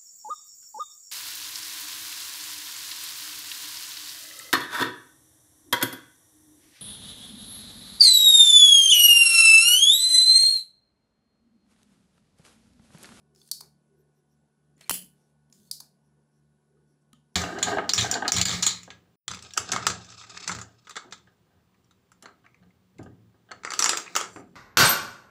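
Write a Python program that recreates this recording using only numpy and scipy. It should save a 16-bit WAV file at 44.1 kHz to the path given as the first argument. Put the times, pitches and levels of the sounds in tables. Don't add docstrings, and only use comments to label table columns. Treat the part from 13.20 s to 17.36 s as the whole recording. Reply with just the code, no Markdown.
import sys
import numpy as np
from scipy import signal
from scipy.io import wavfile
from scipy.ndimage import uniform_filter1d

SR = 44100
rng = np.random.default_rng(int(sys.argv[2]) if len(sys.argv) > 2 else 0)


def convert_level_to_amplitude(level_db):
    exponent = np.asarray(level_db, float) / 20
    return 10 ** exponent


def wrap_up_sound(samples):
    columns = np.atleast_2d(samples).T
    tamed = np.clip(columns, -1, 1)
    steps = np.round(tamed * 32767).astype(np.int16)
    wavfile.write(sys.argv[1], SR, steps)


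N = 183279

# f/Hz, level/dB per Hz
SNAP_BODY = [(70, -60.5), (180, -38.5), (400, -24), (1000, -25.5), (2200, -15.5), (3200, -9), (6000, -13),
             (9000, -9.5), (12000, -11.5), (14800, -11), (15700, -18), (16700, -32.5)]
# f/Hz, width/Hz, lift/dB
SNAP_MODES = [(2830, 130, 8), (3050, 120, 8), (3400, 100, 2), (3750, 300, -18), (4450, 200, 3),
              (6100, 200, -7), (7800, 1200, 3), (10350, 520, 15), (11800, 300, 3), (13650, 240, 15)]


def evened(x):
    return x / np.sqrt(np.mean(x ** 2) + 1e-20)


def read(points, hz):
    f, value = np.transpose(points)
    return np.interp(np.log(hz + 1), np.log(f + 1), value)


def add(mix, s, sound):
    part = mix[..., round(s * SR):][..., :sound.shape[-1]]
    part += sound[..., :part.shape[-1]]


def body(points, modes, size=2048):
    hz = np.abs(np.fft.fftfreq(size, 1 / SR))
    db = read(points, hz)
    for f, width, lift_db in modes:
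        db = db + lift_db / (1 + (2 * (hz - f) / width) ** 2)
    log_gain = np.log(convert_level_to_amplitude(np.maximum(db, -100)))
    taps = np.fft.ifft(np.exp(signal.hilbert(log_gain).conj())).real
    return taps / np.linalg.norm(taps)


def resonate(x, hz, width):
    turn = np.exp(2j * np.pi * hz * np.arange(len(x)) / SR)
    r = np.exp(-np.pi * width / SR)
    smooth = signal.lfilter([1], np.convolve([1, -r], [1, -r]), x / turn)
    return evened((turn * smooth).real)


def drift(seconds):
    span = int(seconds * SR)
    return evened(uniform_filter1d(uniform_filter1d(rng.standard_normal(N), span), span))


def rattle(db, length_ms, rise_ms, room_db, taps, ringing):
    ms = np.arange(1200) * 1000 / SR
    force = (1 - np.exp(-ms / rise_ms)) * np.exp(-(ms / length_ms) ** 2.2)
    contacts = force * rng.standard_normal(len(ms))
    direct = np.convolve(contacts / np.linalg.norm(contacts), taps)
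    blow = np.pad(ringing, (0, len(ms) - 1)) * convert_level_to_amplitude(room_db)
    return convert_level_to_amplitude(db) * np.linalg.norm(force) * np.array([direct, blow])


def knock(hz, db, t60):
    t = np.arange(SR // 2) / SR
    builds = 1 - np.exp(-2.5 * hz * t)
    ring = convert_level_to_amplitude(db - 60 * t / t60) * builds * np.sin(2 * np.pi * hz * t)
    room_db = -4 - 10 * np.log10(t60 * 100)
    return ring * convert_level_to_amplitude([[0], [room_db]])


def stroke(rows, taps, grain_db):
    s, db = np.transpose(rows)
    t = np.arange(s[0], s[-1], 1 / SR)
    grains = convert_level_to_amplitude(grain_db * evened(uniform_filter1d(rng.standard_normal(len(t)), 90)))
    rub = np.convolve(grains * rng.standard_normal(len(t)), taps)[:len(t)]
    return s[0], convert_level_to_amplitude(np.interp(t, s, db)) * evened(rub) * signal.windows.tukey(len(t), .08)


def puff(s, length, db, hz, width):
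    noise = rng.standard_normal(9000)[:int(length * 1.4 * SR)]
    return s - length * 0.62, convert_level_to_amplitude(db) * resonate(noise, hz, width) * np.hanning(len(noise))


def spring_snaps(hits):
    # t/s, peak level/dB, rattle length/ms, rise/ms, room level/dB
    snaps = [
        (1.6947, -17, 4.1, .31, -7.5),
        (1.7025, -26, 6, 1.5, -9.5),
        (1.7090, -17, 4.6, 1.2, -5.5),
    ]
    for s, *blow in snaps:
        ring = .3 + 42 * (s - snaps[0][0])
        taps = body(SNAP_BODY, np.multiply(SNAP_MODES, [1, 1, ring]))
        add(hits, s, rattle(*blow, taps, body(SNAP_BODY, SNAP_MODES)))


def air_pops(hits):
    # t/s, peak level/dB, width/ms, undershoot/0-1
    pops = [
        (1.6953, -18, .13, 1.),
        (1.6963, -19, .2, 1.),
        (1.70915, -15, .17, .7),
    ]
    for s, db, width_ms, undershoot in pops:
        u = (np.arange(88) - 44) * 1000 / SR / width_ms
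        pop = convert_level_to_amplitude(db) * (1 - undershoot * u ** 2) * np.exp(-u ** 2 / 2)
        add(hits, s - 44 / SR, pop * convert_level_to_amplitude([[0], [-14]]))


def shivering_spring(rubs):
    top_s, top_db = 1.742, -32
    shape = [(-.024, -18), (0, 0), (.23, -54)]
    add(rubs, *stroke(np.add(shape, [top_s, top_db]), body(SNAP_BODY, SNAP_MODES), grain_db=1.8))


def latches(hits):
    # t/s, peak level/dB, rattle length/ms, rise/ms, room level/dB
    blows = [
        (0.3133, -20, 4.9, .59, -10),
        (.4050, -36, 7.4, 2.45, -10.5),
        (2.5120, -24, 4.2, 0.44, -7),
        (2.601, -39, 8.4, .63, -10),
    ]
    # f/Hz, level/dB per Hz
    tone = [(300, -34), (1000, -27), (2000, -30), (2900, -27.5), (3900, -9), (5200, -3.5), (7400, -7),
            (13300, -7), (15700, -15.5), (16700, -30)]
    # f/Hz, width/Hz, lift/dB
    modes = [(3540, 200, 4.5), (4450, 490, 10.5), (4890, 300, 6), (5400, 100, 2.5), (6300, 320, 2),
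             (7800, 190, 2.5), (9684, 500, 7.5), (11860, 900, -2), (13300, 400, 3)]
    # f/Hz, level against the blow/dB, time to die by 60 dB/s
    ring_hz, under_db, ring_t60 = (4380, -7, .03)
    taps = body(tone, modes)
    for s, db, length_ms, rise_ms, room_db in blows:
        add(hits, s, rattle(db, length_ms, rise_ms, room_db, taps, taps))
        add(hits, s + rise_ms / 500, knock(ring_hz, db + under_db, ring_t60))


def ticks(hits):
    # t/s, peak level/dB, main ring f/Hz, rattle length/ms, room level/dB
    events = [(0.148, -58.5, 5340, 4.3, -12), (0.1592, -56, 5160, 5, -2), (0.2153, -53, 3640, 3.4, -13),
              (0.2764, -45, 9850, 1.5, -10), (.2884, -51, 4450, 3, -15), (1.5787, -64, 7000, 3, -4),
              (1.5944, -66.5, 5530, 2.5, -9.5), (1.6086, -49, 8360, 2.6, -5),
              (1.6095, -48.5, 4300, 3.5, -9), (1.611, -44.5, 2400, 2.7, -9),
              (1.6765, -51.5, 6800, 1.26, -13.5), (2.2987, -62.5, 10300, 2.1, 0),
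              (2.2985, -67, 3298, 2.5, -15), (2.325, -49, 5160, 3.8, -9), (2.325, -53.5, 6910, 4.7, -5),
              (2.40, -64, 3400, 2, -10), (3.9305, -49, 9680, 1.8, -17), (3.93, -55.5, 2980, 3, -4.5),
              (3.932, -53, 6900, 2, -12), (4.1431, -64.5, 9000, 2.1, -9.5)]
    # f/Hz, level/dB
    tone = [(300, -26.5), (1500, -8.5), (3000, -9), (6000, -1), (10000, 1), (14000, -6.5), (15700, -10),
            (16500, -31.5)]
    ring_db, width_hz = 15.5, 800
    for s, db, hz, length_ms, room_db in events:
        bright_db = -4 + 14 * np.log2(hz / 1e4)
        modes = [(hz, width_hz, ring_db),
                 (hz * 1.3, width_hz, ring_db / 2),
                 (14000, 16000, bright_db)]
        taps = body(tone, modes)
        add(hits, s, rattle(db, length_ms, 0.59, room_db, taps, taps))


def knocks(hits):
    # t/s, f/Hz, level/dB, time to die by 60 dB/s
    events = [(.2158, 4450, -51, .02), (.314, 45, -65, .05), (.3145, 1100, -59, .012),
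              (.4092, 1000, -35, .007), (.409, 2300, -52, .006), (1.57, 270, -60, .1),
              (1.6097, 650, -54, .035), (1.61, 1100, -55, .012), (1.61, 1700, -55, .012),
              (1.694, 118, -37, .07), (1.696, 10200, -24, .015), (1.7108, 2900, -30.5, .008),
              (1.715, 2960, -52, .4), (1.7102, 13680, -22, .035), (1.707, 250, -36.5, .06),
              (1.714, 182.5, -42.5, .48), (2.30, 230, -59, .17), (2.38, 215, -57.5, .12),
              (2.39, 100, -64, .15), (2.5125, 1900, -60, .008), (2.5125, 480, -54, .015),
              (2.6055, 950, -41, .01), (2.605, 1600, -50, .006), (2.605, 2400, -54, .006),
              (3.57, 1250, -71, .055), (3.9315, 240, -51, .094), (3.934, 170, -57, .096),
              (3.933, 1250, -54, .05), (3.932, 1850, -61, .02), (3.931, 3250, -53, .012)]
    for s, hz, db, t60 in events:
        add(hits, s, knock(hz, db, t60))


def slides(rubs):
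    strokes = [
        (.147, .165, -70, 5.5),
        (1.572, .04, -74, 2),
        (1.606, .05, -58.5, -8),
        (1.652, .04, -63, -3),
        (1.93, .21, -79, -4),
        (2.318, .192, -70.5, 2.5),
    ]
    parts = [0, 1, 1, 1, 2, 3]
    # f/Hz, level/dB per Hz
    colours = [
        [(800, -30), (2400, -19), (3500, -9), (4500, 2), (6200, -3), (9800, -0.5), (13300, -6), (16000, -13)],
        [(300, -12), (800, -6.5), (2300, 3.5), (4200, -6.5), (6000, -9), (10300, -10), (13300, -14.5),
         (16000, -24.5)],
        [(300, 1), (1000, 1.5), (3000, -5.5), (5600, -6.5), (10300, -0.5), (12800, -8), (14000, -33.5)],
        [(800, -20), (2200, -24), (3500, -6.5), (4400, -7.5), (6500, -3), (9800, -5), (14700, -6), (16000, -15)],
    ]
    # f/Hz, width/Hz, lift/dB
    barrel = [(3500, 250, 5), (4400, 250, 6), (5800, 200, -8), (6300, 250, 6), (8500, 300, 3),
              (9750, 300, 5)]
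    for (s, length, db, swell_db), part in zip(strokes, parts):
        shape = [(0, -7.5), (.2, 0), (1 - .15, swell_db), (1, swell_db - 7)]
        rows = np.multiply(shape, [length, 1]) + [s, db]
        add(rubs, *stroke(rows, body(colours[part], barrel), grain_db=2.2))


def squeaks(rubs):
    events = [(0.205, 0.022, 6420, -68), (.218, 0.0078, 3470, -62), (.235, 0.029, 9850, -68.5),
              (1.569, .01, 7050, -72.5), (1.637, 0.007, 8600, -63), (1.64, .022, 4197, -60.5),
              (1.664, 0.02, 2366, -65), (2.363, 0.031, 6300, -80), (2.47, 0.076, 4420, -76)]
    for s, length, hz, db in events:
        add(rubs, *puff(s, length, db, hz, hz / 32))


def rustles(rubs):
    events = [(.795, .07, -88, -81, 12800), (.973, .078, -87, -89, 12900), (1.12, .07, -83, -90, 12380),
              (2.02, .12, -84, -97, 10310), (2.859, .066, -87.5, -86.5, 10200),
              (3.155, .12, -86, -90, 10600), (3.705, .1, -87, -85.5, 10400), (3.82, .027, -89, -83, 8610),
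              (4.16, .1, -80, -93.5, 10380)]
    # f/Hz, width/Hz
    low_ring = (5660, 750)
    for s, length, ring_db, fizz_db, fizz_hz in events:
        add(rubs, *puff(s, length, ring_db, *low_ring))
        add(rubs, *puff(s, .8 * length, fizz_db, fizz_hz, width=1800))


def room(x):
    # f/Hz, time to die by 60 dB/s
    decay = [(60, .08), (200, 0.69), (1000, 0.16), (3000, .27), (8000, .265), (14000, 0.23)]
    hz, t, z = signal.stft(rng.standard_normal(SR // 2), SR, nperseg=256)
    fade = convert_level_to_amplitude(-60 * t / read(decay, hz)[:, None])
    tail = signal.istft(z * fade, SR, nperseg=256)[1]
    t = np.arange(len(tail)) / SR
    tail = tail * (1 - np.exp(-np.maximum(t - .004, 0) / .008))
    return signal.fftconvolve(x, tail / np.linalg.norm(tail))[:N]


def motor():
    motor_hz, throb_hz, throb_top_s = 73.6, 2.855, .12
    orders = [(1, -83, .68), (2, -70, .3), (3, -76, .1), (10, -92, .1), (15, -93, .1), (20, -88.5, .1),
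              (24, -98, .1)]
    # t/s, level/dB
    hum_swell = [(0, -0.5), (.45, 1), (.8, -1.5), (1.2, -2), (1.9, 1), (2.6, -0.5), (3.2, -1), (4.16, -0.5)]
    # f/Hz, level/dB rms
    whines = [(5561, -103), (7655, -104), (9049, -102), (9932, -105), (10374, -105), (10449, -105),
              (10557, -106)]
    t = np.arange(N) / SR
    turns = np.cumsum(motor_hz * (1 + .001 * drift(.3))) / SR
    throb = np.cos(2 * np.pi * throb_hz * (t - throb_top_s))
    hum = np.zeros(N)
    for k, db, depth in orders:
        level = convert_level_to_amplitude(db + 3 + .8 * drift(.2)) * (1 + depth * throb)
        hum += level * np.sin(2 * np.pi * (k * turns + rng.random()))
    whine = sum(convert_level_to_amplitude(db) * resonate(rng.standard_normal(N), hz, 5.6) for hz, db in whines)
    return hum * convert_level_to_amplitude(np.interp(t, *np.transpose(hum_swell))) + whine


def rumble():
    # f/Hz, width/Hz, resting level/dB
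    rings = [
        (391, 90, -86),
        (185, 30, -86),
    ]
    swells = [
        [(.14, .25, -70.5), (.44, .14, -70.5), (.78, .24, -68.5), (1.0, .14, -80), (1.75, .45, -73),
         (2.42, .22, -78.5), (2.95, .25, -82.5), (3.6, .4, -73), (4.14, .2, -81.5)],
        [(.02, .2, -85), (.5, .3, -73), (1.6, .14, -72), (1.8, .2, -66), (2.42, .3, -71), (2.75, .2, -75.5)],
    ]
    t = np.arange(N) / SR
    out = np.zeros(N)
    for (hz, width, rest_db), ring_swells in zip(rings, swells):
        level = convert_level_to_amplitude(rest_db)
        for s, length, db in ring_swells:
            level = level + convert_level_to_amplitude(db) * np.exp(-(3 * (t - s) / length) ** 2)
        out += level * resonate(rng.standard_normal(N), hz, width)
    return out


def air():
    # f/Hz, level/dB per Hz
    tone = [(25, -30), (55, -34), (70, -22.5), (110, -18), (150, -5.5), (266, -8), (450, -14), (1000, -20),
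            (1250, -28), (2000, -31.5), (8600, -34), (11600, -36), (12100, -57.5), (16500, -67.5)]
    # f/Hz, width/Hz, lift/dB
    modes = [(1540, 210, 8), (5613, 500, 0), (7650, 200, 3.5), (9000, 150, 2.5), (10000, 550, 6),
             (10100, 660, 4)]
    # f/Hz, level/dB
    patchy = [(100, 2), (400, 3), (900, 2.8), (2000, 1.5)]
    frames, hz = N // 256 + 5, np.fft.rfftfreq(1024, 1 / SR)
    a, b, patches = rng.standard_normal((frames, 513, 3)).T
    patches = evened(uniform_filter1d(uniform_filter1d(patches, 3, 0), 16, 1))
    uneven = (a + 1j * b) * convert_level_to_amplitude(read(patchy, hz)[:, None] * patches)
    noise = signal.istft(uneven, nperseg=1024, noverlap=768)[1][:N]
    return convert_level_to_amplitude(-74.5) * evened(signal.fftconvolve(noise, body(tone, modes, size=8192))[:N])


def scene():
    hits = np.zeros((2, N))
    for strike in (spring_snaps, air_pops, latches, ticks, knocks):
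        strike(hits)
    rubs = np.zeros(N)
    for rub in (shivering_spring, slides, squeaks, rustles):
        rub(rubs)
    direct, sent = hits
    sustained = signal.oaconvolve(room(sent) + rubs, signal.firwin(255, 15800, fs=SR), "same")
    return (direct + sustained + motor() + rumble() + air())[None]


def low_pass(x):
    return signal.sosfilt(signal.butter(12, 16910, fs=SR, output="sos"), x)


def record(dry):
    x = signal.sosfilt(signal.butter(2, 18, "high", fs=SR, output="sos"), dry)
    x = signal.oaconvolve(x, signal.firwin(255, 16750, window=("kaiser", 9), fs=SR)[None], "same")
    return low_pass(x)


dry = scene()
out = record(dry)
wrap_up_sound(out)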